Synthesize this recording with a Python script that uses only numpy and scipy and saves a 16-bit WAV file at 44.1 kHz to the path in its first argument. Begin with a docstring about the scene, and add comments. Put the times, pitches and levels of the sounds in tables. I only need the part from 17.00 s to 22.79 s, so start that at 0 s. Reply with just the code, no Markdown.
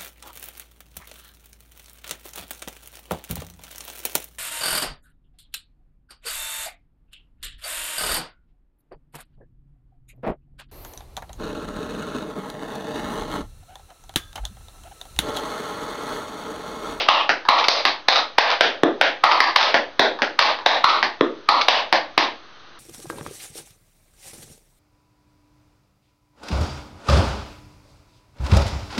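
"""A dancer in tap shoes steps on the tiled floor of a small, hard kitchen, heard from a microphone on the floor.
Taps, heel drops, touches and skids push damped modes of shoe, tile and tap plate; each strike rings for milliseconds.
The room answers with first walls, a diffuse tail and standing waves, over steady room tone and hiss.
Gain control ducks after loud strikes and climbs back steadily, holding the echo up as a short wash."""
import sys
import numpy as np
from scipy import signal
from scipy.fft import rfft, irfft, next_fast_len
from scipy.io import wavfile
from scipy.ndimage import uniform_filter1d, minimum_filter1d

SR = 44100
rng = np.random.default_rng(int(sys.argv[2]) if len(sys.argv) > 2 else 0)


def master_out(mix):
    """Clip the mix to full scale and print it as 16-bit PCM to the path in sys.argv[1]."""
    frames = np.transpose(np.atleast_2d(mix))
    ceiling = np.clip(frames, -1, 1)
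    pcm = np.round(ceiling * 32767).astype(np.int16)
    wavfile.write(sys.argv[1], SR, pcm)


N = 255339
LEAD = SR // 5  # samples before the audible start: the dance is already under way
TAP_ROOM_DB, HEEL_ROOM_DB, TOUCH_ROOM_DB, SKID_ROOM_DB = 2.5, -4, 2.5, -3

# full taps; pitch and ring depend on the part of the shoe that lands:
# (time [s], force [dB], sole pitch [Hz], knock [dB], plate pitch [Hz], plate [dB], jingle [dB])
FULL_TAPS = [(-0.06, 12.5, 640, -5, 2670, 0, -4), (0.0874, 19, 1004, -3.5, 2620, 0, -13.5),
             (0.293, -1, 680, 2.5, 3810, -3, -13.5), (0.488, 19, 984, -3.5, 3990, -3.5, -19.5),
             (0.684, 19, 730, -26, 5270, 0.5, -4), (0.8525, 5, 925, 0, 4380, -5, -10),
             (1.085, 17, 860, -1, 3890, 5, -10.5), (1.384, 24.5, 877, 0.5, 4500, -26, -10.5),
             (1.609, 10, 650, 0, 2830, -7, -10), (2.0126, 9.5, 717, 1.5, 2300, -16, -12.5),
             (2.239, 20.5, 1013, -3, 4530, -9.5, -24.5), (2.404, 13, 1028, 2.5, 4700, -1.5, -25.5),
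             (2.561, 22, 880, -0.5, 4260, -15.5, -7.5), (2.743, 2, 682, -1, 4260, -9.5, -24),
             (2.9947, 9, 648, -1.5, 3510, -1.5, -21.5), (3.22, -3, 637, 0.5, 4200, -7.5, -20),
             (3.391, 18.5, 910, -1.5, 4230, -12, -10), (3.662, 15, 800, -0.5, 3690, 2.5, -14),
             (3.8425, 19.5, 1144, -4.5, 4070, -3.5, -18.5), (4.028, -0.5, 910, 2.5, 4560, -4, -26),
             (4.489, 15.5, 982, -5, 4280, -4, -22.5), (4.6843, 18, 820, -2, 2620, -8, -9),
             (4.9269, 4.5, 744, -1.5, 4480, -7, -23), (5.1785, 8.5, 920, -1, 4000, -14, -9.5)]
# weight comes down on a heel, alone or with a tap: (time [s], force [dB], sole pitch [Hz])
HEEL_LANDINGS = [(1.8342, 4.5, 550), (2.9952, -0.5, 416), (4.2098, 2, 964), (5.1776, -5, 885)]
# a shoe grazes the tile between taps: (time [s], force [dB])
LIGHT_TOUCHES = [(.064, -27), (.452, -25), (3.189, -24), (3.588, -24)]
# the toe plate catches again and skids: (time [s], length [s], level [dB])
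TOE_SKIDS = [(.009, .012, -12.5), (.585, .02, -5.5), (0.641, .014, -6.5), (1.125, .012, 5.5),
             (1.158, .01, -1), (1.503, .014, 1), (2.248, .012, 4), (2.3108, .024, -0.5), (2.604, .03, 5),
             (3.412, .025, 6), (3.886, .02, 5.5), (4.612, .012, -6)]


def dance():
    """Taps, heel drops, light touches and skids, all in the same room."""
    track = np.zeros(LEAD + N)
    for time_s, force_db, *shoe in FULL_TAPS:
        land(track, amp(force_db) * tap(force_db, *shoe), time_s, TAP_ROOM_DB)
    for time_s, force_db, sole_hz in HEEL_LANDINGS:
        land(track, amp(force_db) * heel(sole_hz), time_s, HEEL_ROOM_DB)
    for time_s, force_db in LIGHT_TOUCHES:
        land(track, amp(force_db) * touch(), time_s, TOUCH_ROOM_DB)
    for time_s, length_s, level_db in TOE_SKIDS:
        land(track, amp(level_db) * skid(length_s), time_s, SKID_ROOM_DB)
    return track


SOLE_HZ, RING = 857, 0.54  # a shoe that lands nearer its tip rings higher and, in proportion, longer
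KNOCK_HZ, KNOCK_FOLLOWS = 1850, 0.16  # octaves the tile's knock rises per octave of the sole
WEIGHT_DB, THUD_DB_PER_DB = -3.5, -0.5244  # the foot's weight stays alike, so sharper taps hold less thud


def tap(force_db, sole_hz, knock_db, plate_hz, plate_db, jingle_db):
    """The shoe's tilt sets the knock's pitch and the ring, the force sets the share of thud."""
    tilt = sole_hz / SOLE_HZ
    thud_db = WEIGHT_DB + THUD_DB_PER_DB * force_db
    knock_hz = KNOCK_HZ * tilt ** KNOCK_FOLLOWS
    return strike(thud_db, sole_hz, knock_hz, knock_db, plate_hz, plate_db, jingle_db, RING * tilt)


def heel(sole_hz):
    """A heel drop is mostly thud; the weighted plate hardly jingles."""
    return strike(thud_db=12.5, sole_hz=sole_hz, knock_hz=1780, knock_db=-2,
                  plate_hz=3356, plate_db=-5, jingle_db=-24.5, ring=0.79)


def touch():
    """An unweighted shoe rings freely."""
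    return strike(thud_db=-11, sole_hz=920, knock_hz=1710, knock_db=-4,
                  plate_hz=4030, plate_db=-25, jingle_db=-21.5, ring=1.6)


def skid(length_s, grains_per_s=350, scatter_db=4, first_catch_db=-3):
    """The plate catches and slips on the tile: a run of tiny contacts of uneven size."""
    size = round(length_s * SR)
    catches = rng.random(size) < grains_per_s / SR
    grains = catches * amp(scatter_db * rng.standard_normal(size) - scatter_db)
    grains[0] = amp(first_catch_db)
    tick = strike(thud_db=-26.0, sole_hz=764, knock_hz=1350, knock_db=2.5,
                  plate_hz=2900, plate_db=-7.5, jingle_db=0.5, ring=0.29)
    return signal.fftconvolve(grains, tick)


# modes of the loose tap plate and its screws: (frequency [Hz], Q [1], level [dB])
PLATE_JINGLE = [(2276, 2.42, 8.5), (3661, 3.4, -0.5), (4760, 2.61, 7)]


def strike(thud_db, sole_hz, knock_hz, knock_db, plate_hz, plate_db, jingle_db, ring):
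    """One contact of peak 1: a push into the modes of shoe, tile and plate; ring scales their Q."""
    f = np.fft.rfftfreq(SR // 20, 1 / SR)
    shoe = amp(thud_db) * resonance(f, hz=315.5, q=1.095) + resonance(f, sole_hz, q=2 * ring)
    tile = amp(knock_db) * resonance(f, knock_hz, q=3 * ring)
    plate = amp(plate_db) * resonance(f, plate_hz, q=6 * ring)
    loose = sum((-1) ** k * amp(level_db) * resonance(f, hz, q)
                for k, (hz, q, level_db) in enumerate(PLATE_JINGLE))
    jingle = amp(jingle_db) * loose
    # the contact time rounds off the treble, and a small shoe radiates little bass
    contact_hz, radiation_hz = 5400, 150
    soft = signal.freqs(*signal.butter(8, 1, analog=True), f / contact_hz)[1]
    thin = signal.freqs(*signal.butter(2, 1, "high", analog=True), f / radiation_hz)[1]
    click = irfft((shoe + tile + plate + jingle) * soft * thin)
    return click / np.abs(click).max()


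def resonance(f, hz, q):
    """The same damped mode applied twice at one pitch: the ring swells for a cycle, then dies."""
    damping = 1j * f * hz / q
    return (damping / (hz * hz - f * f + damping)) ** 2


def land(track, click, time_s, room_db):
    """A strike arrives faintly through the floor, then through the air, then from the room."""
    floor_lead_s, floor_db = .003, -33
    add(track, click, time_s)
    add(track, amp(room_db) * signal.fftconvolve(click, kitchen()), time_s)
    tremor = rng.standard_normal(SR // 300)
    tremor /= np.linalg.norm(tremor)
    add(track, amp(floor_db) * np.convolve(click, tremor), time_s - floor_lead_s)


# nearby cupboards and walls: (delay [s], level [dB])
WALL_ECHOES = [(.007, -11), (.0115, -18), (.024, -18), (.030, -19)]
# decay of the diffuse tail: (frequency [Hz], t60 [s])
TAIL_DECAY = [(150, 0.34), (400, 0.4), (1000, 0.28), (3000, 0.31), (6000, 0.24)]
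# relative spectrum of the diffuse tail: (frequency [Hz], level [dB])
TAIL_COLOUR = [(100, 3), (170, -3.5), (300, 1), (420, 15), (600, 2), (1200, 4.5), (2500, -1.5), (4500, 3),
               (6500, 3.5)]
# standing waves between the walls: (frequency [Hz], level [dB], t60 [s])
STANDING_WAVES = [(170, -63, .45), (247, -61, .42), (301, -57, .4), (330, -56, .4), (387, -57, .38),
                  (619, -63, .36), (695, -59, .36), (832, -59, .36), (1075, -62, .36)]


def kitchen(build_up_s=0.00033, wander=0.065):
    """The room's answer, redrawn per strike: first walls, diffuse tail, standing waves."""
    hz, frames_s, noise = signal.stft(rng.standard_normal(SR * 3 // 5), SR, nperseg=256)
    colour_db = along(TAIL_COLOUR, hz)[:, None]
    fade_db = colour_db - 60 * frames_s / along(TAIL_DECAY, hz)[:, None]
    answer = signal.istft(noise * amp(fade_db), SR, nperseg=256)[1]
    t = np.arange(len(answer)) / SR
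    answer *= 1 - np.exp(-(t / build_up_s) ** 2)
    answer /= np.linalg.norm(answer)
    for delay_s, level_db in WALL_ECHOES:
        wandered_s = abs(delay_s * (1 + wander * rng.standard_normal()))
        answer[round(wandered_s * SR)] += amp(level_db)
    for mode_hz, level_db, t60_s in STANDING_WAVES:
        wave = np.sin(2 * np.pi * (mode_hz * t + rng.random()))
        answer += amp(level_db - 60 * t / t60_s) * wave
    return answer


# relative spectrum of room tone and hiss: (frequency [Hz], level [dB])
NOISE_COLOUR = [(20, 3), (60, 7.5), (120, 4), (300, 5.5), (660, -3), (4400, -3.5), (6400, -11.5),
                (7500, -67)]


def background(level_db=-49.5):
    """Steady room tone and microphone hiss: noise of fixed colour; level is RMS before the microphone."""
    noise = filtered(rng.standard_normal(LEAD + N), lambda hz: amp(along(NOISE_COLOUR, hz)))
    return amp(level_db) * noise / noise.std()


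# microphone response: (frequency [Hz], gain [dB])
MICROPHONE_RESPONSE = [(30, 17), (200, -5), (450, 0.5), (1000, 6.5), (1250, 10.5), (2400, -0.5), (3200, 3),
                       (4000, 3), (5400, -4.5), (5900, -2), (6400, -2), (7000, -10.5), (7600, -23)]


def microphone(x):
    """Colour the sound by the microphone's frequency response."""
    return filtered(x, lambda hz: amp(along(MICROPHONE_RESPONSE, hz)))


def gain_control(x, target_db=0.0, release_db_per_s=175):
    """The gain sinks over 6 ms after a peak, letting the crack through, and climbs back steadily."""
    over_db = np.maximum(20 * np.log10(np.abs(x) + 1e-9) - target_db, 0)
    climb_db = release_db_per_s * np.arange(len(x)) / SR
    # highest past peak, less the recovery since
    cut_db = np.maximum.accumulate(over_db + climb_db) - climb_db
    attack = np.hanning(round(.006 * SR))
    smooth_cut_db = np.convolve(cut_db, attack / attack.sum())[:len(x)]
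    return x * amp(-smooth_cut_db)


def limiter(x, ceiling=1.14):
    """A fast soft-knee limiter: only the hardest cracks still pass full scale."""
    gain = (1 + (x / ceiling) ** 4) ** (-1 / 4)
    held_gain = minimum_filter1d(gain, size=35)
    return x * uniform_filter1d(held_gain, size=35)


def amp(db):
    """Decibels to gain."""
    return 10 ** (np.asarray(db) / 20)


def along(points, hz):
    """(frequency [Hz], value) points read on a log frequency axis."""
    f, values = np.transpose(points)
    return np.interp(np.log(hz + 1), np.log(f + 1), values)


def filtered(x, response):
    """x filtered by a response given as a function of Hz."""
    size = next_fast_len(len(x) + 8192)
    spectrum = rfft(x, size) * response(np.fft.rfftfreq(size, 1 / SR))
    return irfft(spectrum, size)[:len(x)]


def add(track, sound, time_s):
    """Mix a sound into the track."""
    start = max(round(time_s * SR) + LEAD, 0)
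    part = track[start:start + len(sound)]
    part += sound[:len(part)]


def scene():
    """The dance over the background, through microphone and gain control; the lead is cut off."""
    heard = microphone(dance() + background())
    return gain_control(heard)[None, LEAD:]


def record(dry):
    """Limiter and bass cut feed a converter slightly off zero that clips peaks; then a steep treble cut."""
    offset, bass_cut_hz, top_hz = -.0039, 145, 15800
    bass_cut = signal.butter(2, bass_cut_hz, "high", fs=SR)
    lean = signal.lfilter(*bass_cut, limiter(dry[0]))
    clipped = np.clip(lean + offset, -1, 1)
    return filtered(clipped, lambda hz: 1 / np.sqrt(1 + (hz / top_hz) ** 100))[None]


dry = scene()
out = record(dry)
master_out(out)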